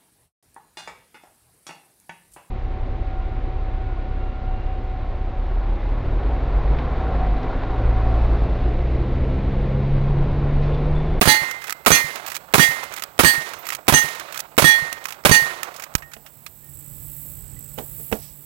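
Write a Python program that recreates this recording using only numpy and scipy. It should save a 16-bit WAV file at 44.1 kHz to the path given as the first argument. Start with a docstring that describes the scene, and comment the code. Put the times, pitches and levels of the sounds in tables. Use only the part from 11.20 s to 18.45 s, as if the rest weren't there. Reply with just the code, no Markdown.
"""Lever-action rifle and steel plate

On a summer range seven shots strike a steel plate, then the hammer snaps on an empty chamber and
the rifle is laid on a table. Blasts, wall slaps and tree tails are decaying noise bands with low
pulses; plate and receiver are ringing modes; action contacts, insects and wind are shaped noise, the
far motor sines. Right port faces the scene, left is nearly covered; limiting and clipping act on both."""
import sys
import numpy as np
from scipy import signal
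from scipy.fft import rfft, irfft, next_fast_len
from scipy.io import wavfile

SR = 44100
rng = np.random.default_rng(int(sys.argv[2]) if len(sys.argv) > 2 else 0)


def generate_wav(sig):
    """Save sig (samples, or channels by samples) to the path in sys.argv[1] as 16-bit PCM at SR."""
    pcm = np.round(np.clip(np.atleast_2d(sig).T, -1, 1) * 32767).astype(np.int16)
    wavfile.write(sys.argv[1], SR, pcm)


N = 319725


def amp(db):
    """Gain of a level in dB."""
    return 10 ** (np.asarray(db) / 20)


def at_hz(points, hz, axis=1):
    """Table column interpolated on a log-frequency axis."""
    points = np.array(points)
    return np.interp(np.log(hz), np.log(points[:, 0]), points[:, axis])


def coloured(x, points):
    """Filter by a (frequency [Hz], gain [dB]) curve."""
    size = next_fast_len(N)
    hz = np.arange(size // 2 + 1) * SR / size + 1
    return irfft(rfft(x, size) * amp(at_hz(points, hz)), size)[:N]


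def noise(points):
    """Coloured noise of rms 1."""
    x = coloured(rng.standard_normal(N), points)
    return x / x.std()


def drift(rate_hz):
    """Random points of spread 1, rate_hz per second, joined by lines."""
    points = rng.standard_normal(int(N / SR * 400))
    return np.interp(np.arange(N) / SR * rate_hz, np.arange(len(points)), points)


def clicks(times_s, sizes):
    """Click train."""
    out = np.zeros(N) + 1e-18
    np.add.at(out, (np.asarray(times_s) * SR).astype(int), sizes)
    return out


def fall(x, t60_s):
    """Each click starts an exponential decay."""
    return signal.lfilter([1], [1, -amp(-60 / (t60_s * SR))], x)


def ring(x, hz, t60_s):
    """Two-pole resonator: a unit click starts a decaying sine of height 1."""
    r, w = amp(-60 / (t60_s * SR)), 2 * np.pi * hz / SR
    return signal.lfilter([0, np.sin(w)], [1, -2 * r * np.cos(w), r * r], x)


# Background rise after firing, sinking at the close: (time [s], relative level [dB])
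RISE = [(4.68, -19), (4.78, -12), (4.9, -15), (5.25, -15), (5.6, -3), (5.8, -1.5), (6.9, -1.5), (7.1, -6.5),
        (7.25, -10)]
# Cicada, two swells: (time [s], relative level [dB])
SWELLS = [(4.68, -73), (4.9, -56), (5.45, -49), (5.94, -38.5), (6.1, -38.5), (6.3, -48), (6.46, -47.5),
          (6.8, -36), (6.94, -39), (7.1, -46)]
# Slow beats at the start of each swell: (first beat [s], beats [count], relative level [dB])
SWELL_STARTS = [(5.444, 4, -46), (6.39, 6, -38)]
# Cicada spectrum: (frequency [Hz], relative density [dB per Hz])
CICADA = [(5410, -33), (9200, -11), (9840, -16.5), (11000, -5.5), (12800, -3), (15100, 0), (16000, -4)]
# Motor harmonics: (frequency [Hz], relative level [dB])
MOTOR = [(145.3, 3.5), (290.7, -11.5), (436, -23), (581.4, -18.5)]
# Air noise: (time [s], relative level [dB])
AIR_LEVEL = [(4.7, -52), (5.5, -51.5), (6.9, -49), (7.05, -51.5)]
# Air spectrum: (frequency [Hz], relative density [dB per Hz])
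AIR = [(88, -27.5), (150, -5.5), (368, -12.5), (1940, -24), (6510, -26.5), (7920, -16.5), (9630, -29.5),
       (12900, -14.5), (16000, -12.5)]
WIND_REL_DB, CRICKET_REL_DB, MOTOR_REL_DB = -47.5, -51, -49
HUM_WAVER_DB, BEAT_S = 3, .0495
RUSTLE_S, RUSTLE_WIDTH_S, RUSTLE_REL_DB = 7.03, 0.077, -54.5


def field():
    """Wind and air noise, motor harmonics, crickets as sliding tone bursts, cicada as pulsed noise."""
    time = np.arange(N) / SR
    rise = amp(np.interp(time, *np.transpose(RISE)))
    swell = amp(np.interp(time, *np.transpose(SWELLS)))

    gusts = noise([(20, -19.5), (50, -6.5), (120, -8.5), (300, -31), (1000, -46.5), (3000, -76)])
    gusts = gusts * amp(2.0 + 3.3 * drift(11))
    hum = sum(amp(db + HUM_WAVER_DB * drift(20)) * np.sin(2 * np.pi * hz * time) for hz, db in MOTOR)

    chirps = 0
    for rate_hz, db in ((55, 8.0), (82, -14)):
        turn = (rate_hz * time + 0.042 * drift(14)) % 1
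        pitch_hz = 7950 - 1900 * (turn - .5)   # every chirp slides down
        stroke = np.exp(-((turn - .5) / .13) ** 2)
        tone = np.sin(2 * np.pi * np.cumsum(pitch_hz) / SR)
        chirps = chirps + amp(db + 3.5 * drift(24)) * stroke * tone
    chorus = noise([(6600, -24.0), (7400, -6.5), (8000, -2.5), (8600, -12.5), (9500, -42.5)])
    crickets = 1.3 * chirps + 0.91 * chorus

    beat_clicks = sum(clicks(s + BEAT_S * np.arange(round(count)), amp(db))
                      for s, count, db in SWELL_STARTS)
    beats = fall(beat_clicks, 0.046)
    pulsing = amp(2.5 * np.sin(2 * np.pi * 59 * time + drift(6)))
    cicada = noise(CICADA) * (swell * pulsing + beats)

    rustle_shape = np.exp(-((time - RUSTLE_S) / RUSTLE_WIDTH_S) ** 2)
    rustle = amp(RUSTLE_REL_DB + 2.4 * drift(70)) * rustle_shape
    rustle = rustle * noise([(1500, -15), (4000, -7), (5500, -1), (8000, -20)])
    air = amp(np.interp(time, *np.transpose(AIR_LEVEL))) * noise(AIR)

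    risen = rise * (amp(WIND_REL_DB) * gusts + amp(MOTOR_REL_DB) * hum + amp(CRICKET_REL_DB) * crickets)
    return 2 * (risen + cicada + rustle + air)


# Shots and where each bullet lands: (time [s], plate clang delay [s], low thud delay [s],
# ring length factor [1], relative start levels of eight leading plate modes [dB] x 8)
SHOTS = [(0.0121, 0.063, .204, 1.01, -6, -3, -7.5, -10.5, -8.5, -8, -25, -5.5),
         (0.6615, 0.055, 0.18, .69, -18, -1.5, -9.5, -7.5, -10.5, -11, -11, 3),
         (1.3381, 0.057, 0.15, 0.75, -21, 1, -10, -8, -32, -8, -8, -23),
         (1.9911, 0.055, .187, 0.81, -19.5, 0.5, -19, -12.5, -10, -4, -19, -11),
         (2.681, .0578, .16, 0.69, -10.5, 1.6, -18.5, -12, -22.5, -22.5, -20, 4),
         (3.3789, 0.064, .243, 1.016, -13.5, 3.5, -18, -2, -12.5, -16, -7, -17),
         (4.0502, 0.062, 0.17, .79, -11.5, 3, -23, -24.5, -11, -3.5, -8.5, -22)]
# Blast repeats off table, ground, shed corner: (delay [s], relative level [dB])
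BOUNCES = [(.0045, 0.5), (.009, -1.5), (.014, -5), (.017, -6)]
# Decaying noise of blast, bullet splash, trees:
# (frequency [Hz], relative start density [dB per Hz], t60 [s])
BLAST = [(60, -39, 0.04), (198, -32, 0.033), (700, -33.5, 0.035), (1520, -36.5, 0.046), (3720, -50, 0.044),
         (8352, -50, 0.053), (15000, -51.5, 0.074)]
SPLASH = [(60, -33.5, 0.06), (200, -29.5, 0.11), (690, -38, 0.078), (1460, -34, 0.084), (4000, -47.5, 0.14),
          (9310, -61, 0.38), (15000, -53, 0.39)]
TREES = [(60, -52.5, 0.44), (200, -58.5, 0.88), (750, -56, 2.53), (1390, -48.5, 1.31), (4000, -52.5, 0.93),
         (8600, -57, 0.89), (15000, -62, 0.29)]
WALL_S = .043   # shed wall slap after the shot


def gunfire():
    """Blast, wall slap, bullet splash, tree echoes: decaying 3/4-octave noise bands plus low pulses."""
    fire, clang, thud = np.transpose(SHOTS)[:3]
    muzzle = clicks(fire, 0.65)
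    slap = clicks(fire + WALL_S, 0.35)
    hit = clicks(fire + clang, 0.88)
    blast = muzzle + sum(clicks(fire + after, amp(db)) for after, db in BOUNCES)

    bands, white, lumps = 0, rng.standard_normal((2, N)), drift(90)
    edges = 40 * 2. ** np.arange(0, 9.1, .75)
    for k, (low, high) in enumerate(zip(edges, edges[1:])):
        hz = np.sqrt(low * high)
        # single trunks answer in lumps
        lump_db = at_hz([(1500, 3.3), (6000, 1.5)], hz) * lumps + 0.99 * drift(55)
        level = amp(at_hz(TREES, hz)) * fall(muzzle, at_hz(TREES, hz, axis=2)) * amp(lump_db)
        for points, start in ((BLAST, blast), (SPLASH, hit)):
            level = level + amp(at_hz(points, hz)) * fall(start, at_hz(points, hz, axis=2))
        slap_t60_s = np.clip(hz / 17000.0, .035, .06)
        level = level + amp(at_hz(BLAST, hz) + 4.0) * fall(slap, slap_t60_s)
        band_filter = signal.butter(2, [low, high], "band", fs=SR, output="sos")
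        band = signal.sosfilt(band_filter, white[k % 2])
        bands = bands + np.sqrt(SR / 2) * band * level

    # boarded wall returns a short pulse train
    boards = sum(clicks(fire + WALL_S + .00105 * k, 1) for k in range(4))
    boards = boards + clicks(fire + WALL_S + .0068, .6)
    slats = amp(5.5) * ring(boards, 950, 0.00091)
    wall_pulse = amp(7.5) * ring(signal.lfilter([.03], [1, -.97], slap), 140, 0.04)
    blast_pulses = amp(1.5) * ring(blast, 570, 0.013)   # one per blast and bounce
    # plate swings back against its stand
    swing_back = signal.lfilter([.015], [1, -.985], clicks(fire + thud, 0.94))
    boom = amp(-19) * ring(swing_back, 150, 0.091)
    hit_pulse = amp(1.0) * ring(hit, 150, 0.065)
    return bands + slats - wall_pulse + blast_pulses + boom - hit_pulse


def left_crack():
    """Left port's own path: short rings at the crack and wall slap, over two noise decays."""
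    fire = np.array(SHOTS)[:, 0]
    first, main = clicks(fire + .001, 1), clicks(fire + .0047, 1)
    wall = clicks(fire + WALL_S + 0.0017, 1)
    rings = amp(-8.5) * ring(wall, 1100, 0.0077)
    rings = rings + amp(1.5) * ring(main, 2900, 0.0048) + amp(-2.0) * ring(first, 2200, 0.00093)
    decays = amp(-2.0) * fall(main, 0.038) + amp(-31.5) * fall(clicks(fire, 0.9), 0.42)
    spectrum = [(60, -18.5), (200, -14), (1200, -0.5), (4000, -5.5), (8000, -23.0), (13000, -15.5)]
    return rings + decays * noise(spectrum)


# Plate modes: (frequency [Hz], t60 at ring length factor 1 [s])
PLATE = [(861, .3), (1850, .5), (2080, .8), (2390, .4), (3366, .28), (4241, .33), (4548, .28), (5902, .24),
         (6255, .22), (7221, .17), (8450, .22), (11180, .18), (1707, .22), (2864, .25), (3050, .22),
         (3934, .24), (4810, .2), (6295, .25), (8285, .2), (8660, .14), (8900, .17), (9172, .17),
         (9880, .12), (10470, .18), (10905, .2), (11570, .16), (11990, .18), (12160, .2), (14050, .2),
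         (14770, .17)]
# Rows of the leading modes in PLATE: (row [index])
LEADING = [0, 1, 2, 4, 5, 6, 7, 8]
# Usual start of the other modes in PLATE order, before scatter: (relative level [dB])
OTHER_DB = [-16, -10.5, -11.5, -16.5, -8.5, -16.5, -17.5, -14, -15.5, -15.5, -13, -16.5, -16.5, -16.5,
            -17.5, -18, -16.5, -14.5, -14, -16.5, -16.5, -17]
SCATTER_DB = 5.0


def plate():
    """Struck plate modes: uneven build-up, each wavers irregularly in level; start of the others by chance."""
    out, time = np.zeros(N), np.arange(SR) / SR
    hz, t60_s = np.transpose(PLATE)[:, :, None]
    luck = rng.standard_normal((len(SHOTS), 3, len(PLATE), 1))
    waver_db = [at_hz([(2100, 1.5), (4000, 3.5)], mode_hz) * drift(40) for mode_hz, _ in PLATE]
    waver = amp(np.array(waver_db))
    others = np.delete(np.arange(len(PLATE)), LEADING)
    for (fire, clang, _, lasting, *leading_db), (strength, rise, phase) in zip(SHOTS, luck):
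        start_db = SCATTER_DB * strength
        start_db[others, 0] += OTHER_DB
        start_db[LEADING, 0] = leading_db
        build = 1 - np.exp(-time / (0.0053 * amp(4.4 * rise)))
        decay = amp(start_db - 60 * time / (lasting * t60_s))
        modes = decay * build * np.sin(2 * np.pi * hz * time + 3 * phase)
        i = int((fire + clang) * SR)
        out[i:i + SR] += np.sum(modes * waver[:, i:i + SR], axis=0)
    return out


GRIT_MAX_DB, GRIT_T60_S, GRIT_SPREAD_S = -13, 0.077, .04


def grit():
    """Gritty edge of the plate strike: forty short tones per strike at chance pitches and moments."""
    out, time = np.zeros(N), np.arange(SR // 4) / SR
    luck = rng.random((len(SHOTS), 3, 40, 1))
    for (fire, clang, *_), (pitch, late, size) in zip(SHOTS, luck):
        since = time - GRIT_SPREAD_S * late
        decay = amp(GRIT_MAX_DB - 14 * size - 60 * np.maximum(since, 0) / GRIT_T60_S) * (since > 0)
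        tones = decay * np.sin(2 * np.pi * 2300 * 5.5 ** pitch * since)
        i = int((fire + clang) * SR)
        out[i:i + len(time)] += tones.sum(axis=0)
    return out


# Lever and bolt contacts: (time [s], relative body level [dB], treble over body [dB])
ACTION = [(0.311, -17.5, 2), (.4193, -34, -8), (0.4405, -25.5, 2), (0.4697, -27, -1), (0.48, -26.5, -5),
          (0.4952, -21, 4), (0.5054, -19.5, 3), (.524, -15.5, 4), (0.9565, -20.5, 1.5), (1.064, -34, -10),
          (1.08, -27, 1.5), (1.1, -29, 2.5), (1.118, -23.5, -2), (1.15, -26, 6), (1.1652, -20.5, 6),
          (1.637, -28, 4), (1.7224, -33, 3), (1.7376, -25, 3.5), (1.7744, -24, -14), (1.7947, -27, 1),
          (1.822, -18, 1.5), (1.8363, -19.5, 7), (2.289, -48, 17), (2.3345, -22, -1.5), (2.4526, -36, -9),
          (2.4671, -22, -1), (2.488, -21, 3), (2.5023, -25, -4), (2.5218, -18.5, -3), (2.5346, -25, 1),
          (2.5487, -20.5, 8), (2.9507, -42, 13), (2.9967, -23, 4), (3.123, -27.5, 2), (3.1437, -26.5, -1),
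          (3.158, -25, -5), (3.1745, -25, 7), (3.1915, -25, 3), (3.2023, -29.5, 15), (3.727, -15.5, 2),
          (3.8401, -37, 9), (3.8544, -16, 1), (3.885, -27, -1), (3.905, -27, 1.5), (3.923, -25.5, 1.5),
          (3.943, -40, -5), (4.431, -12, 1.5), (4.4417, -46, 15), (4.5407, -36, 2), (4.5623, -36, 9),
          (4.5966, -25, 0), (4.6216, -27, 2), (4.637, -24.5, 3), (4.6541, -51, 1), (4.78, -38, 7),
          (4.8216, -35, -6), (4.915, -40, -3), (4.9344, -31.5, 4.5), (5.062, -34, -1.5), (5.2634, -28, 4)]
# Bolt slides: (start [s], end [s], relative level [dB])
SLIDES = [(0.41, 0.527, -45.5), (1.063, 1.181, -40), (1.753, 1.792, -36), (2.453, 2.571, -41.5),
          (3.119, 3.209, -41.5), (3.869, 3.902, -36.5), (4.57, 4.649, -59)]
# Receiver modes: (frequency [Hz], level re contact [dB], t60 [s])
RECEIVER = [(1287, -7.5, 0.033), (1960, -5.5, 0.016), (2407, -18.5, 0.022)]
# Faint metallic rings, spent brass, small metal, plate still sounding:
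# (time [s], frequency [Hz], level [dB], t60 [s])
PINGS = [(1.066, 13800, -29, 0.14), (2.35, 6100, -36, 0.072), (2.388, 13800, -32.5, 0.22),
         (2.47, 13500, -27, 0.074), (3.845, 13600, -42, 0.14), (4.432, 6250, -34, 0.11),
         (4.752, 12900, -32.5, 0.25), (4.825, 1860, -34, 0.29), (5.433, 1845, -53, .5),
         (6.365, 1970, -43, 0.087)]
FIRM_T60_S, FIRM_DB, LOOSER_DB_PER_DB = .024, -16, 0.52   # lighter contacts rattle longer
TRIGGER_LEAD_S, TRIGGER_DB, TRIGGER_BRIGHT_DB, TRIGGER_T60_S = .0122, -30.5, 2, .015
SNAP_S, SNAP_DB, SNAP_BRIGHT_DB, SNAP_T60_S = 4.7512, -6, 4, 0.022   # hammer on empty chamber


def action():
    """Steel on steel: treble and body noise bursts that ring the receiver; slides, faint metallic rings."""
    bright = noise([(1500, -40.5), (3000, 1.0), (7000, 2.5), (10000, -3.0), (15000, 0.5)])
    body = noise([(200, -36.5), (700, -11.5), (1200, 2), (2500, 3.5), (5000, -25.0)])
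    high, low, time = np.zeros(N), np.zeros(N), np.arange(SR // 8) / SR

    rows = []
    for s, db, bright_db in ACTION:
        looser_db = LOOSER_DB_PER_DB * (FIRM_DB - db - max(bright_db, 0))
        rows.append((s, db, bright_db, FIRM_T60_S * amp(looser_db)))
    # hammer release before shots two to seven and the snap
    for s in [shot[0] for shot in SHOTS[1:]] + [SNAP_S]:
        rows.append((s - TRIGGER_LEAD_S, TRIGGER_DB, TRIGGER_BRIGHT_DB, TRIGGER_T60_S))
    rows.append((SNAP_S, SNAP_DB, SNAP_BRIGHT_DB, SNAP_T60_S))
    rows = np.array(rows)

    for s, db, bright_db, t60_s in rows:
        i = int(s * SR)
        shape = amp(-60 * time / t60_s) * np.minimum(time / 0.0013, 1)
        high[i:i + len(time)] += amp(db + bright_db) * shape
        low[i:i + len(time)] += amp(db) * shape

    scrape = amp(8.1 * drift(220))   # sliding catches and slips
    for start, end, db in SLIDES:
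        stroke = slice(int(start * SR), int(end * SR))
        high[stroke] += amp(db) * scrape[stroke]
        low[stroke] += amp(db - 4.0) * scrape[stroke]

    luck = rng.standard_normal((len(rows), len(RECEIVER)))
    modes = sum(ring(clicks(rows[:, 0], amp(rows[:, 1] + db + 1.1 * luck[:, k])), hz, t60_s)
                for k, (hz, db, t60_s) in enumerate(RECEIVER))
    jolt = -amp(1.2) * ring(clicks([SNAP_S], 1), 130, 0.013)   # snap jolts the whole rifle
    pings = sum(ring(clicks([s], amp(db)), hz, t60_s) for s, hz, db, t60_s in PINGS)
    return high * bright + low * body + modes + jolt + pings


# Rifle on wood: (time [s], relative knock level [dB], relative click level [dB])
KNOCKS = [(4.965, -40.5, -41), (6.579, -26.5, -38), (6.585, -27.5, -27.5), (6.796, -41, -57),
          (6.916, -25, -39), (6.925, -20, -16)]
# Board modes: (frequency [Hz], relative level [dB], t60 before the 0.15 s cap [s])
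BOARDS = [(136, -22, 0.23), (214.5, -4, 0.137), (447, -6.5, 0.53), (668, -18, 0.07), (783, -26, 0.092),
          (1040, -29, 0.1)]


def wooden_table():
    """Wooden knocks: softened impacts ring board modes, with a dull rattle and a short click."""
    s, knock_db, click_db = np.transpose(KNOCKS)
    soft = signal.lfilter([.3], [1, -.7], clicks(s, amp(knock_db)))
    modes = sum(amp(db - 3.5) * ring(soft, hz, min(t60_s, .15)) for hz, db, t60_s in BOARDS)
    rattle = fall(clicks(s, amp(knock_db - 7.5)), 0.15)
    rattle = rattle * noise([(100, -13), (250, -6.5), (750, -6.5), (1000, -18.0), (4000, -30.5)])
    tick = signal.lfilter([.012], [1, -.988], fall(clicks(s, amp(click_db + 5)), 0.016))
    tick = tick * noise([(500, 10.5), (2000, 4.5), (2900, 7.5), (4000, -9.5), (9000, -14), (15000, -28)])
    return 2 * (modes + rattle + tick)


# Left port against right: (frequency [Hz], gain [dB])
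COVERED = [(60, -22.5), (110, -28.5), (200, -21.5), (380, -22.5), (700, -19.5), (1290, -20.5), (2380, -16),
           (4400, -23), (8120, -33.5), (15000, -23.5)]
# Left port's own wind and floor: (frequency [Hz], density [dB per Hz])
LEFT_HISS = [(30, -85.5), (150, -94.5), (1000, -108), (4000, -118), (15000, -125)]


def scene():
    """Right port: direct sum. Covered left: filtered, near sounds 12 samples late, plus crack and hiss."""
    far = field()
    near = gunfire() + plate() + grit() + action() + wooden_table()
    left_far = coloured(far, [(40, -6.5), (150, 6.5), (3000, 6.5), (8000, 0), (15000, -8.0)])
    left = coloured(np.roll(near, 12) + left_far, COVERED)
    hiss = coloured(rng.standard_normal(N), LEFT_HISS) * np.sqrt(SR / 2)
    return np.array([left + left_crack() + hiss, near + far])


RELEASE_DB_PER_S, THRESHOLD_DB, CUTOFF_HZ = 260, 2.5, 16500


def record(dry):
    """Quick-release limiter steered by the right port, deep-bass cut, hard clipping, top cut."""
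    climb_db = RELEASE_DB_PER_S * np.arange(N) / SR
    over_db = np.maximum(20 * np.log10(np.abs(dry[1]) + 1e-9) - THRESHOLD_DB, 0)
    held_db = np.maximum.accumulate(over_db + climb_db) - climb_db
    limited = dry * amp(-signal.lfilter([.03], [1, -.97], held_db))
    limited = signal.lfilter(*signal.butter(2, 30, "high", fs=SR), limited)
    clipped = np.clip(limited, -.93, .93)
    top_cut = signal.cheby2(22, 60, CUTOFF_HZ, fs=SR, output="sos")
    return np.clip(signal.sosfilt(top_cut, clipped), -1, 1)


dry = scene()
out = record(dry)
generate_wav(out)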